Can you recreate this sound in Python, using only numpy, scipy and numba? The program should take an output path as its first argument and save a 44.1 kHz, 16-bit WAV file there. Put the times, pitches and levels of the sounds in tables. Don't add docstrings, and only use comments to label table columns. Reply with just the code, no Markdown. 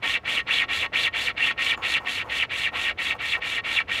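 import sys
import numpy as np
from scipy import signal
from scipy.fft import rfft, irfft, next_fast_len
from scipy.io import wavfile
from scipy.ndimage import map_coordinates
from numba import njit

SR = 44100
rng = np.random.default_rng(int(sys.argv[2]) if len(sys.argv) > 2 else 0)


def wav_record(signal):
    frames = np.transpose(np.atleast_2d(signal))
    bounded = np.clip(frames, -1, 1)
    quanta = np.round(bounded * 32767).astype(np.int16)
    wavfile.write(sys.argv[1], SR, quanta)


N = 176400

# frequency in Hz, gain in dB.
AIR_EQ = [(88, -31), (150, -3.5), (409, -1.5), (578, -5.5), (1910, -15), (2700, -17), (4910, -31),
          (15000, -53)]
RUMBLE_EQ = [(20, -29), (40, -12.5), (68, -2.5), (100, -4), (160, -13), (400, -23), (2000, -62)]
# start in seconds, length in seconds, share of the stroke at which it is
# fastest, top speed before wobble in m/s, zing trim in dB, rise of the zing over the stroke in dB,
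# trim of rasp, hiss and thrum in dB.
STROKES = [(0.011, 0.19, 0.48, 2.49, 0, 12, 2.5), (0.233, 0.2, .5, 2.78, -0.5, 3, 2),
           (.45, 0.22, 0.52, 2.55, 3.5, 2.5, 2), (0.668, .216, .5, 2.87, -0.5, 1, 1.5),
           (0.916, 0.19, 0.5, 2.7, 4, 6, 3), (1.114, .22, 0.51, 3.02, -1, 6, 2),
           (1.343, .208, 0.53, 1.9, 2.5, 3, 2.5), (1.558, 0.21, 0.52, 2.66, 0.5, 13, 3),
           (1.808, 0.2, 0.488, 2.74, 1, 10, 3), (2.037, 0.21, 0.5, 3.04, -2, -1, 0.5),
           (2.273, .2, .52, 2.64, -3, 25, 1), (2.478, 0.24, .5, 2.57, -2.5, 17, 0.5),
           (2.712, 0.23, 0.508, 2.5, -3.5, 20, 1.5), (2.964, 0.19, 0.5, 2.75, -3, 11, 0.5),
           (3.169, 0.22, 0.54, 2.71, -3, 21, 0), (3.388, .234, 0.54, 2.86, -4.5, 15, 0.5),
           (3.623, 0.22, .5, 2.36, -2.5, 30, 1), (3.868, .21, 0.48, 2.63, -3, -5, 1)]
# centre in Hz, width in Hz, lift in dB.
RESONANCES = [(271, 77, 9), (491.6, 27, 7.5), (719, 38, 5), (881, 127, 4), (1106.4, 28, 11),
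              (1335, 97, 8.5), (1855, 67, 12), (2292, 180, 9.5), (2714, 148, 8.5), (2890, 184, 4),
              (3400, 170, 5), (4290, 140, 4.5), (4860, 200, 3), (6350, 160, 4), (7250, 400, 2),
              (7840, 150, -2)]
# frequency in Hz, gain in dB.
RAIL_EQ = [(100, -28), (400, -21), (900, -17.5), (1550, -11.5), (2000, -4), (2500, -6.5), (3100, -8),
           (3600, -11), (4000, -14.5), (4400, -20.5), (4900, -28.5), (7000, -40.5), (16000, -75)]
# frequency in Hz, gain in dB.
HISS_EQ = [(200, -35), (1000, -42), (2500, 4), (4000, 0.5), (5300, -0.5), (7200, 0), (10500, -7),
           (13000, -12.5), (15700, -26)]
THRUM_EQ = [(50, -25.5), (150, -10.5), (300, -6.5), (600, 6), (1200, -5), (2000, -1), (4000, -38),
            (16000, -44)]
RUB_EQ = [(100, -28), (500, 6.5), (1000, 9.5), (1500, 2), (2000, -5.5), (2800, -9.5), (4000, -19.5),
          (16000, -32)]
# start in seconds, length in seconds, level in dB.
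RUBS = [(0.023, 0.045, -34.5), (.68, .05, -40.5), (0.829, 0.043, -37), (1.782, 0.078, -38.5),
        (1.989, 0.096, -39), (2.226, 0.097, -39.5), (2.713, 0.083, -38.5), (3.121, 0.054, -37.5),
        (3.363, 0.034, -36)]
# time in seconds, pitch in Hz, level in dB.
SQUEAK_PATH = [(1.755, 7300, -85), (1.772, 7100, -59), (1.79, 6800, -67), (1.82, 6650, -69),
               (1.84, 6600, -85)]
# start in seconds, level in dB at half the peak force.
KNOCKS = [(1.776, -36)]

AIR_DB, RUMBLE_DB, CUT_DB, HISS_DB, THRUM_DB = -52, -50, -26, -46, -46
RASP_DB, OVERTONE_DB = -9, -16
ARCH_POWER, SPEED_WOBBLE, USUAL_SPEED_M_S = 1.35, 0.092, 2.3
ZING_POWER, RASP_POWER, HISS_POWER, THRUM_POWER = 0.35, -0.47, 1.14, 0.088
TOOTH_SPACING_M, TOOTH_SPREAD = 0.000631, 0.45
CATCHES_PER_S, CATCH_SCATTER_DB = 4600, 0.5
BITE_SPEED_M_S, BITE_POWER = 0.73, 3.03
JUDDER_HZ, JUDDER_DB = 259.3, 1.26
ECHO_DB, ECHO_T60_S = -26, 0.19


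def undb(db):
    return 10 ** (np.asarray(db) / 20)


def unit_rms(x):
    return x / np.sqrt(np.mean(x ** 2))


def wander(rate_hz):
    return map_coordinates(rng.standard_normal(4000), [np.arange(N) * rate_hz / SR], order=3, mode="mirror")


def colour(x, eq, resonances=()):
    size = next_fast_len(N + 8192)
    size += size % 2
    freqs = np.maximum(np.arange(size // 2 + 1) * SR / size, 1)
    hz, db = np.array(eq, float).T
    gain_db = np.interp(np.log(freqs), np.log(hz), db)
    for centre, width, lift in resonances:
        gain_db += lift / (1 + (2 * (freqs - centre) / width) ** 2)
    cepstrum = irfft(gain_db * np.log(10) / 20)
    cepstrum[1:size // 2] *= 2
    cepstrum[size // 2 + 1:] = 0
    return irfft(rfft(x, size) * np.exp(rfft(cepstrum)))[:N]


@njit
def swept_filter(x, hz, width):
    band, high = np.empty(len(x)), np.empty(len(x))
    band_state, low_state = 0., 0.
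    for i in range(len(x)):
        tuning = np.tan(np.pi * hz[i] / SR)
        ring = (band_state + tuning * (x[i] - low_state)) / (1 + tuning * (tuning + width))
        low = low_state + tuning * ring
        band[i] = width * ring
        high[i] = x[i] - band[i] - low
        band_state, low_state = 2 * ring - band_state, 2 * low - low_state
    return band, high


def outdoors():
    air = unit_rms(colour(rng.standard_normal(N), AIR_EQ))
    rumble = unit_rms(colour(rng.standard_normal(N), RUMBLE_EQ))
    return undb(AIR_DB) * air + undb(RUMBLE_DB) * rumble


def pull(t):
    speed, zing_gain, rasp_gain = np.zeros((3, N))
    for start, length, fastest, top_speed, zing_db, rise_db, rasp_db in STROKES:
        progress = (t - start) / length
        on = (progress > 0) & (progress < 1)
        skew = np.log(.5) / np.log(fastest)
        speed[on] = top_speed * np.sin(np.pi * progress[on] ** skew) ** ARCH_POWER
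        zing_gain[on] = undb(zing_db + rise_db * (progress[on] - .5))
        rasp_gain[on] = undb(rasp_db)
    speed *= np.abs(1 + SPEED_WOBBLE * wander(rate_hz=45))
    return np.maximum(speed, 1e-6), zing_gain, rasp_gain


def catches(per_s, scatter_db):
    hits = rng.random(N) < per_s / SR
    polarity = np.sign(rng.standard_normal(N))
    sizes = undb(scatter_db * np.clip(rng.standard_normal(N), -2, 2))
    return unit_rms(hits * polarity * sizes)


def tooth_zing(speed):
    tooth_hz = np.clip(speed / TOOTH_SPACING_M, 250, 9000)
    band, overtones = swept_filter(catches(CATCHES_PER_S, CATCH_SCATTER_DB), tooth_hz, TOOTH_SPREAD)
    band, _ = swept_filter(band, tooth_hz, TOOTH_SPREAD)
    return band + undb(OVERTONE_DB) * overtones


def saw(t):
    speed, zing_gain, rasp_gain = pull(t)
    pace = speed / USUAL_SPEED_M_S
    judder = undb(JUDDER_DB * wander(JUDDER_HZ))
    bite = judder / (1 + (BITE_SPEED_M_S / speed) ** BITE_POWER)
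    zing = tooth_zing(speed) * zing_gain * pace ** ZING_POWER
    rasp = undb(RASP_DB) * catches(CATCHES_PER_S, CATCH_SCATTER_DB) * rasp_gain * pace ** RASP_POWER
    cut = unit_rms(colour((zing + rasp) * bite, RAIL_EQ, RESONANCES))
    tearing = catches(per_s=9000, scatter_db=2) * bite * rasp_gain * pace ** HISS_POWER
    hiss = unit_rms(colour(tearing, HISS_EQ))
    tugs = catches(per_s=1500, scatter_db=6.5) * rasp_gain * pace ** THRUM_POWER
    thrum = unit_rms(colour(tugs, THRUM_EQ, RESONANCES))
    return undb(CUT_DB) * cut + undb(HISS_DB) * hiss + undb(THRUM_DB) * thrum


def strike(t, start, decay_s):
    return (t > start) * np.exp(-np.abs(t - start) / decay_s)


def slack_wire(t):
    force = np.zeros(N)
    for start, length, db in RUBS:
        progress = np.clip((t - start) / length, 0, 1)
        force += undb(db) * np.sqrt(np.abs(np.sin(np.pi * progress)))
    for start, db in KNOCKS:
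        force += 2 * undb(db) * strike(t, start, decay_s=.005)
    grain = catches(per_s=1700, scatter_db=2)
    steady_level = np.std(colour(grain, RUB_EQ, RESONANCES))
    return colour(force * grain, RUB_EQ, RESONANCES) / steady_level


def wire_squeak(t):
    times, hz, db = np.array(SQUEAK_PATH).T
    pitch = np.interp(t, times, hz) * (1 + 0.014 * wander(rate_hz=900))
    envelope = undb(np.interp(t, times, db)) * (t > times[0]) * (t < times[-1])
    return np.sqrt(2) * np.sin(2 * np.pi * np.cumsum(pitch) / SR) * envelope


def fibre_tick(t, start_s=3.22, level_db=-44):
    return undb(level_db) * strike(t, start_s, decay_s=.001) * rng.standard_normal(N)


def scene():
    t = np.arange(N) / SR
    close = saw(t) + slack_wire(t) + fibre_tick(t) + wire_squeak(t)
    tail = rng.standard_normal(N) * np.exp(-np.log(1000) * t / ECHO_T60_S)
    echo = signal.fftconvolve(close, tail / np.linalg.norm(tail))[:N]
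    return (close + undb(ECHO_DB) * echo + outdoors())[None]


def record(dry, top_hz=15700):
    return signal.sosfilt(signal.ellip(10, .2, 80, top_hz, fs=SR, output="sos"), dry)


dry = scene()
out = record(dry)
wav_record(out)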